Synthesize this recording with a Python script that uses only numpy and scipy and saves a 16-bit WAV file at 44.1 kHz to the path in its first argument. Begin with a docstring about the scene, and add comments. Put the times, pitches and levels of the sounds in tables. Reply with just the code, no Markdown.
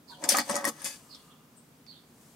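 """Drawing a lawnmower's dipstick

A plastic oil cap is twisted off close by. Stick-slip friction and sudden snaps in the filler neck
excite the modes of the cap and the engine housing; the dipstick blade chatters, then rubs along its tube.
Small birds chirp over a quiet outdoor rumble, and a rag rustles at the end."""
import sys
import numpy as np
from scipy import signal
from scipy.fft import rfft, irfft
from scipy.io import wavfile

SR = 44100
rng = np.random.default_rng(int(sys.argv[2]) if len(sys.argv) > 2 else 0)


def waveform_to_disk(signal):
    """Save audio, clipped to [-1, 1], as 16-bit WAV at the path in sys.argv[1]."""
    frames = np.transpose(np.atleast_2d(signal))
    scaled = np.clip(frames, -1, 1) * 32767
    samples = np.round(scaled).astype(np.int16)
    wavfile.write(sys.argv[1], SR, samples)


N = 103635
T = np.arange(N) / SR
BIN_HZ = np.fft.rfftfreq(N, 1 / SR)
SIDES = np.array([[1], [-1]])  # left, right

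# Snaps: start_s, tick_db, decay_s, tilt_db_per_octave, bright_hz, rolloff_hz, knock_db, knock_hz
SNAP_EVENTS = [(0.2395, -26, 0.0098, -7.5, 7300, 12100, -36.5, 296),
               (0.2895, -13, 0.0046, 2.5, 9800, 12500, -39, 734),
               (0.2908, -14, 0.017, 3, 6160, 11800, -37, 740),
               (0.3209, -21.5, 0.016, -0.5, 3300, 12400, -35.5, 550),
               (0.3443, -27, 0.011, -32, 3100, 9000, -26.5, 785),
               (0.3483, -28, 0.005, -14, 4380, 9000, -26, 1235),
               (0.3692, -19, 0.0076, 5, 6700, 15500, -50, 1100),
               (0.3845, -21, 0.0041, 5, 14850, 16000, -35, 835),
               (0.3856, -22, 0.019, -10, 4380, 13000, -29, 1906),
               (0.4965, -29, 0.019, 2, 8400, 10500, -31, 1122),
               (0.5110, -29, 0.012, 0, 6050, 10500, -35, 220),
               (0.5427, -31.5, 0.0087, -8, 6300, 9000, -32, 563),
               (0.5552, -25, 0.012, 3, 7200, 11000, -41, 1935),
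               (0.5644, -26, 0.009, 4, 6100, 11000, -33, 1264),
               (0.643, -29.5, 0.019, -6, 8350, 11000, -31, 1102),
               (0.6515, -23.5, 0.0095, 5.5, 6000, 13600, -24.5, 1892),
               (0.6757, -28.5, 0.016, 6, 6000, 13600, -34, 293),
               (0.6878, -28.5, 0.0083, 4, 6750, 14000, -41, 478),
               (0.819, -39.5, 0.013, 18, 9600, 13000, -52, 1680),
               (0.8440, -28, 0.038, 4, 6700, 11300, -47.5, 230),
               (0.8655, -34, 0.027, 5.5, 4500, 11400, -47.5, 1090),
               (1.1480, -45.5, 0.014, -1, 5300, 8000, -63, 1224),
               (1.8655, -49.5, .0012, -7, 3600, 6000, -75, 1500)]
# Spectrum of a snap: frequency_hz, density_db
SNAP_SPECTRUM = [(200, -30.5), (1400, -16), (2400, -3), (2800, -21), (3400, -4.5), (3900, -12.5), (4700, 3),
                 (6300, -5.5), (7800, -5.5), (9600, -0.5), (11500, -2.5), (13500, -11), (15500, -7)]
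def snaps(attack_s=.0003, crack_s=.0022, ring_db=-4, bright_db=11.5, bright_octaves=0.201):
    """Impact excitation: a crack, then a ring, strongest in a band set by the part that is struck."""
    out = np.zeros((2, N))
    hz = np.maximum(BIN_HZ, 1500)  # no tilt below this
    for start_s, tick_db, decay_s, tilt_db, bright_hz, rolloff_hz, _, _ in SNAP_EVENTS:
        fade = np.hypot(np.exp(-T / crack_s), amp(ring_db) * np.exp(-T / decay_s))
        envelope = amp(tick_db) * np.minimum(T / attack_s, 1) * fade
        peak_db = bright_db * np.exp(-(np.log2(hz / bright_hz) / bright_octaves) ** 2)
        rolloff_db = 10 * np.log10(1 + (hz / rolloff_hz) ** 10)
        tint_db = tilt_db * np.log2(hz) + peak_db + contact_colour() - rolloff_db
        out += delayed(envelope * noise(SNAP_SPECTRUM, NEAR_SPREAD, tint_db), start_s)
    return out


# Fine scraping of grit and blade: time_s, level_db
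SCRAPE_LEVELS = [(0.2, -63), (0.25, -40), (0.284, -48), (0.305, -25.5), (0.355, -35), (0.405, -32),
                 (0.432, -50.5), (0.474, -48), (0.505, -38), (0.567, -44.5), (0.605, -43.5), (0.636, -64),
                 (0.66, -38.5), (0.692, -36), (0.705, -55), (0.76, -59), (0.838, -45.5), (0.852, -33),
                 (0.90, -46), (0.945, -48.5), (1.0, -62)]
# Spectrum of one grain: frequency_hz, density_db
GRIT_SPECTRUM = [(200, -35.5), (1400, -11.5), (2400, -6), (2800, -10.5), (3400, -5), (3900, -14),
                 (4700, -8.5), (6300, -3), (7800, -9.5), (9600, -13), (11500, -12), (13500, -22)]
def scrape(contacts=4, decay_s=.004, gain_db=-6.5):
    """Rough-surface friction: every slip at every point of contact releases a short grain of noise."""
    out = np.zeros((2, N))
    for _ in range(contacts):
        grain = unit(noise(GRIT_SPECTRUM, NEAR_SPREAD, contact_colour()) * np.exp(-T / decay_s))
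        force = slips(per_s=330, spread_db=6.5) * curve(SCRAPE_LEVELS) * amp(gain_db)
        out += through(force, grain)
    return out


def contact_colour(spacing_hz=190, depth_db=4):
    """Modal coupling: each contact favours its own few plastic resonances, given as dB per bin."""
    position = BIN_HZ / spacing_hz
    count = int(position[-1])
    return depth_db * np.interp(position, np.arange(count), rng.standard_normal(count))


# Modes of the cap: frequency_hz, energy_db, t60_s
CAP_MODES = [(3490, -3.5, .07), (4470, -6, .06), (4990, -4, .08), (6020, -9, .03), (6500, -9, .04),
             (7590, -9, .04), (9690, -5, .03), (9900, -9, .06), (10790, -8, .04), (14850, -2, .03)]
def cap():
    """Resonance: scrapes and snaps radiate directly and also drive the modes of the plastic cap."""
    direct = scrape() + snaps()
    return direct + amp(-7) * through(direct.mean(axis=0), unit(ring(CAP_MODES))) / 2


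# Cap grinding in the neck: time_s, level_db, hardness_db (gain above split_hz)
GRIND_LEVELS = [(0.17, -57.5, -11), (0.208, -48.5, -38), (0.227, -37.5, -3.5), (0.295, -33, -22),
                (0.338, -37, -36), (0.36, -32, 9), (0.405, -30.5, -5.5), (0.426, -59.5, -24),
                (0.474, -46, -9), (0.499, -28, -2), (0.53, -35, -5), (0.564, -27.5, -2.5), (0.594, -40, 2),
                (0.632, -36.5, -1.5), (0.684, -32.5, 1), (0.695, -66, -4), (0.79, -60, 9.5),
                (0.858, -45.5, -7.5), (0.91, -54.5, -12)]
def grinding_force(split_hz=948, gain_db=0.5):
    """Contact stiffness: the harder the cap bears on the neck, the more treble its slips carry."""
    pulses = slips(per_s=420, spread_db=5)
    bass = butterworth(pulses, 7, split_hz, "low")
    treble = butterworth(pulses, 7, split_hz, "high")
    rows = np.array(GRIND_LEVELS)
    level, hardness = curve(rows[:, [0, 1]]), curve(rows[:, [0, 2]])
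    return (bass + treble * hardness) * level * amp(gain_db)


# Modes of the engine housing: frequency_hz, energy_db, t60_s
HOUSING_MODES = [(224, -2.5, .12), (242, -7, .08), (290, -8, .09), (550, -9, .07), (572, -3.5, .11),
                 (738, -6, .1), (825, -5.5, .09), (878, -8, .1), (1108, -6, .1), (1150, -8, .09),
                 (1247, -6, .1), (1290, -8, .09), (1544, -12, .11), (1924, -2.5, .11)]
# Spectrum of its thud: frequency_hz, density_db
THUD_SPECTRUM = [(40, -33), (100, -6.5), (220, -3), (400, -19.5), (600, 3.5), (760, 3), (1200, 7),
                 (1600, 4.5), (2250, -2), (2800, -23.5), (5000, -4), (16000, -24)]
def housing(thud_decay_s=0.0089, thud_db=-1.5, coupling_db=-6.5, clunk_db=3, clunk_t60_s=0.07):
    """Forced vibration: grinding and snaps ring the housing; each knock adds a hollow note of its own."""
    modes = ring(HOUSING_MODES)
    thud = unit(noise(THUD_SPECTRUM, NEAR_SPREAD) * np.exp(-T / thud_decay_s))
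    body = unit(modes + amp(thud_db) * thud)
    force = grinding_force()
    clunks = np.zeros((2, N))
    for start_s, *_, knock_db, knock_hz in SNAP_EVENTS:
        blow = amp(knock_db) * np.sqrt(thud_decay_s * SR / 2)
        force[int(start_s * SR)] += blow * amp(coupling_db)
        clunks += blow * delayed(ring([(knock_hz, clunk_db, clunk_t60_s)]), start_s)
    return through(force, body) + clunks


# Blade chattering in the neck, then rubbing along the tube: time_s, level_db
CHATTER_LEVELS = [(0.76, -72), (0.835, -62), (0.855, -43.5), (0.95, -64.5), (0.98, -78)]
RUB_LEVELS = [(1.0, -67), (1.1, -67.5), (1.33, -64.5), (1.55, -76)]
# Modes of the blade and of its tube: frequency_hz, energy_db, t60_s
BLADE_MODES = [(1695, -4, .15), (2060, -4, .15), (2560, -6, .12), (3540, -3, .2), (4700, -1, .15)]
TUBE_MODES = [(1020, -5, .025), (1230, 0, .02), (2840, -6, .04)]
def dipstick():
    """Intermittent contact rings the loose blade; sliding friction then faintly sounds the hollow tube."""
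    chatter = through(slips(per_s=130, spread_db=6.5) * curve(CHATTER_LEVELS), unit(ring(BLADE_MODES)))
    rub = through(slips(per_s=420, spread_db=5) * curve(RUB_LEVELS), unit(ring(TUBE_MODES)))
    return chatter + rub


# Bird notes: start_s, length_s, start_hz, end_hz, warble_ratio, level_db, left_minus_right_db
BIRD_NOTES = [(0.07, 0.062, 5010, 3750, 0.087, -51.5, -4), (0.083, 0.056, 998, 908, 0.13, -55, -2.5),
              (0.111, 0.03, 1610, 1450, 0.078, -61.5, 9), (0.115, 0.043, 3590, 2986, 0.08, -55, -0.5),
              (1.085, 0.071, 4960, 3846, 0.084, -52.5, -4.5), (1.125, 0.05, 3740, 3175, 0.08, -56.5, 0),
              (1.295, 0.034, 3370, 3160, 0.069, -59.5, -5), (1.557, 0.0296, 8600, 8060, 0.05, -54, 6),
              (1.863, 0.073, 4543, 4036, 0.06, -52.5, -7), (1.898, 0.1, 3250, 3653, 0.083, -60.5, -3.5)]
def birds(wavers_per_s=800, t60_s=.55, early_decay_s=.013, tail_db=-11.5):
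    """Frequency modulation: gliding tones warble at random, and reflections smear them."""
    out = np.zeros((2, N))
    for start_s, length_s, start_hz, end_hz, warble, level_db, pan_db in BIRD_NOTES:
        progress = np.clip(T / length_s, 0, 1)
        waver = np.interp(T * wavers_per_s, np.arange(200), rng.standard_normal(200))
        hz = (start_hz + (end_hz - start_hz) * progress) * (1 + warble * waver)
        note = np.sqrt(2) * np.sin(2 * np.pi * np.cumsum(hz) / SR) * np.sin(np.pi * progress)
        out += delayed(note * amp(level_db + SIDES * pan_db / 2), start_s)
    reflections = reverberation(t60_s) * (np.exp(-T / early_decay_s) + amp(tail_db))
    return through(out, unit(reflections))


# Rubbing of hand and rag: time_s, level_db
RAG_LEVELS = [(0.03, -91), (0.115, -57.5), (0.18, -72), (0.99, -59.5), (1.27, -63.5), (1.4, -80),
              (1.99, -84.5), (2.22, -61), (2.35, -62)]
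# Spectrum of the rubbing: frequency_hz, density_db
RAG_SPECTRUM = [(150, -1.5), (600, 0), (1500, -7), (3500, -9), (8000, -2.5), (11000, -7.5), (15500, -12.5)]
def rag():
    """Friction noise: rubbed cloth gives a soft broadband hiss that swells and fades."""
    return noise(RAG_SPECTRUM, NEAR_SPREAD) * curve(RAG_LEVELS)


# Outdoor background: frequency_hz, density_db
AIR_SPECTRUM = [(45, -25), (80, -12.5), (105, -14), (155, -2), (200, -8.5), (240, -2), (335, -12),
                (476, -13), (580, -17.5), (1040, -18.5), (1560, -22), (2840, -26.5), (8360, -28.5),
                (16000, -30)]
def outdoor_air(level_db=-58):
    """Stationary noise: a diffuse low rumble with a thin hiss."""
    return noise(AIR_SPECTRUM, DIFFUSE_SPREAD, near=False) * amp(level_db)


def reverberation(t60_s):
    """Diffuse field: reflections from the surrounding walls merge into exponentially decaying noise."""
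    spectrum = [(100, 12.0), (5000, 8.5), (16000, 1.5)]  # frequency_hz, density_db
    return noise(spectrum, DIFFUSE_SPREAD, near=False) * np.exp(-np.log(1000) * T / t60_s)


# Balance of the two microphone ports: frequency_hz, left_minus_right_db
PORT_BALANCE = [(125, -1.5), (500, 0), (1000, -0.5), (1800, 5), (3000, -5), (5500, 1.5), (9000, 10.5),
                (13000, 2)]
# Stereo width of near and of diffuse sound: frequency_hz, side_minus_mid_db
NEAR_SPREAD = [(150, -26.5), (600, -13.5), (1500, -6.5), (3000, -4.5), (12000, -5.5)]
DIFFUSE_SPREAD = [(30, 9), (70, -7), (160, -21), (500, -8.5), (1500, -1), (12000, -2.5)]
def noise(spectrum, spread, tint_db=0, near=True):
    """Partial coherence: mid and side noise mix to stereo of rms 1; near sound leans to one port."""
    mid, side = rfft(rng.standard_normal((2, N)))
    width = by_hz(spread)
    bins = (mid + SIDES * width * side) / np.sqrt(1 + width ** 2)
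    bins = bins * by_hz(spectrum) * amp(tint_db)
    if near:
        bins *= by_hz(PORT_BALANCE) ** (SIDES / 2)
    x = irfft(bins, N)
    return x / x.std()


def ring(modes):
    """Modal superposition: damped sinusoids, each with its own phase and balance at the two ports."""
    t, out = T[:SR // 2], np.zeros((2, N))
    for (hz, energy_db, t60_s), (turn, skew) in zip(modes, rng.uniform(-0.86, 1, (len(modes), 2))):
        k = int(hz * N / SR)  # the mode's frequency bin
        phase = np.pi * turn + 2 * SIDES * skew * by_hz(NEAR_SPREAD)[k]
        wave = np.sin(2 * np.pi * hz * t + phase) * np.exp(-np.log(1000) * t / t60_s)
        out[:, :len(t)] += amp(energy_db) * unit(wave * by_hz(PORT_BALANCE)[k] ** (SIDES / 2))
    return out


def slips(per_s, spread_db):
    """Stick-slip motion: pulses of uneven spacing, size and sign, with steady mean power."""
    gap, size, sign = rng.random((3, 8000))
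    at = (np.cumsum(.25 + 1.5 * gap) * SR / per_s).astype(int)
    heights = amp(spread_db * 2.77 * size) * np.sign(sign - .5)
    x = np.zeros(N)
    x[at[at < N]] = heights[at < N]
    return x / x.std()


def amp(db):
    """Decibels to amplitude ratio."""
    return 10 ** (np.asarray(db) / 20)


def curve(rows):
    """Amplitude envelope through (time_s, level_db) points, fading out beyond the ends."""
    time_s, db = np.array(rows).T
    outside_s = np.abs(T - np.clip(T, time_s[0], time_s[-1]))
    return amp(np.interp(T, time_s, db)) * np.exp(-outside_s * 20)


def by_hz(rows):
    """Frequency response: gain per bin through (frequency_hz, level_db) points."""
    hz, db = np.array(rows).T
    return amp(np.interp(np.log(BIN_HZ + 1), np.log(hz), db))


def unit(response):
    """Normalisation to unit energy."""
    return response / np.sqrt(np.mean(np.sum(response ** 2, axis=-1)))


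def through(x, response):
    """Convolution with a stereo impulse response."""
    return signal.fftconvolve(np.atleast_2d(x), response[:, :SR], axes=1)[:, :N]


def delayed(x, start_s):
    """Pure time delay."""
    return np.pad(x, ((0, 0), (int(start_s * SR), 0)))[:, :N]


def butterworth(x, order, cutoff_hz, kind):
    """Maximally flat low-pass or high-pass filtering."""
    return signal.sosfilt(signal.butter(order, cutoff_hz, kind, fs=SR, output="sos"), x)


def scene(low_cut_hz=135, reverb_db=-23):
    """Superposition of the nearby engine parts, their faint reverberation and the surroundings."""
    parts = housing() + cap() + dipstick()
    engine = butterworth(parts, 3, low_cut_hz, "high")  # small parts radiate little bass
    reflected = amp(reverb_db) * through(engine, unit(reverberation(t60_s=0.34)))
    return engine + reflected + birds() + rag() + outdoor_air()


def record(dry):
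    """Band limiting: a steep low-pass removes the highest treble."""
    cutoff_hz = 15750
    return signal.sosfilt(signal.ellip(10, .2, 70, cutoff_hz, fs=SR, output="sos"), dry)


dry = scene()
out = record(dry)
waveform_to_disk(out)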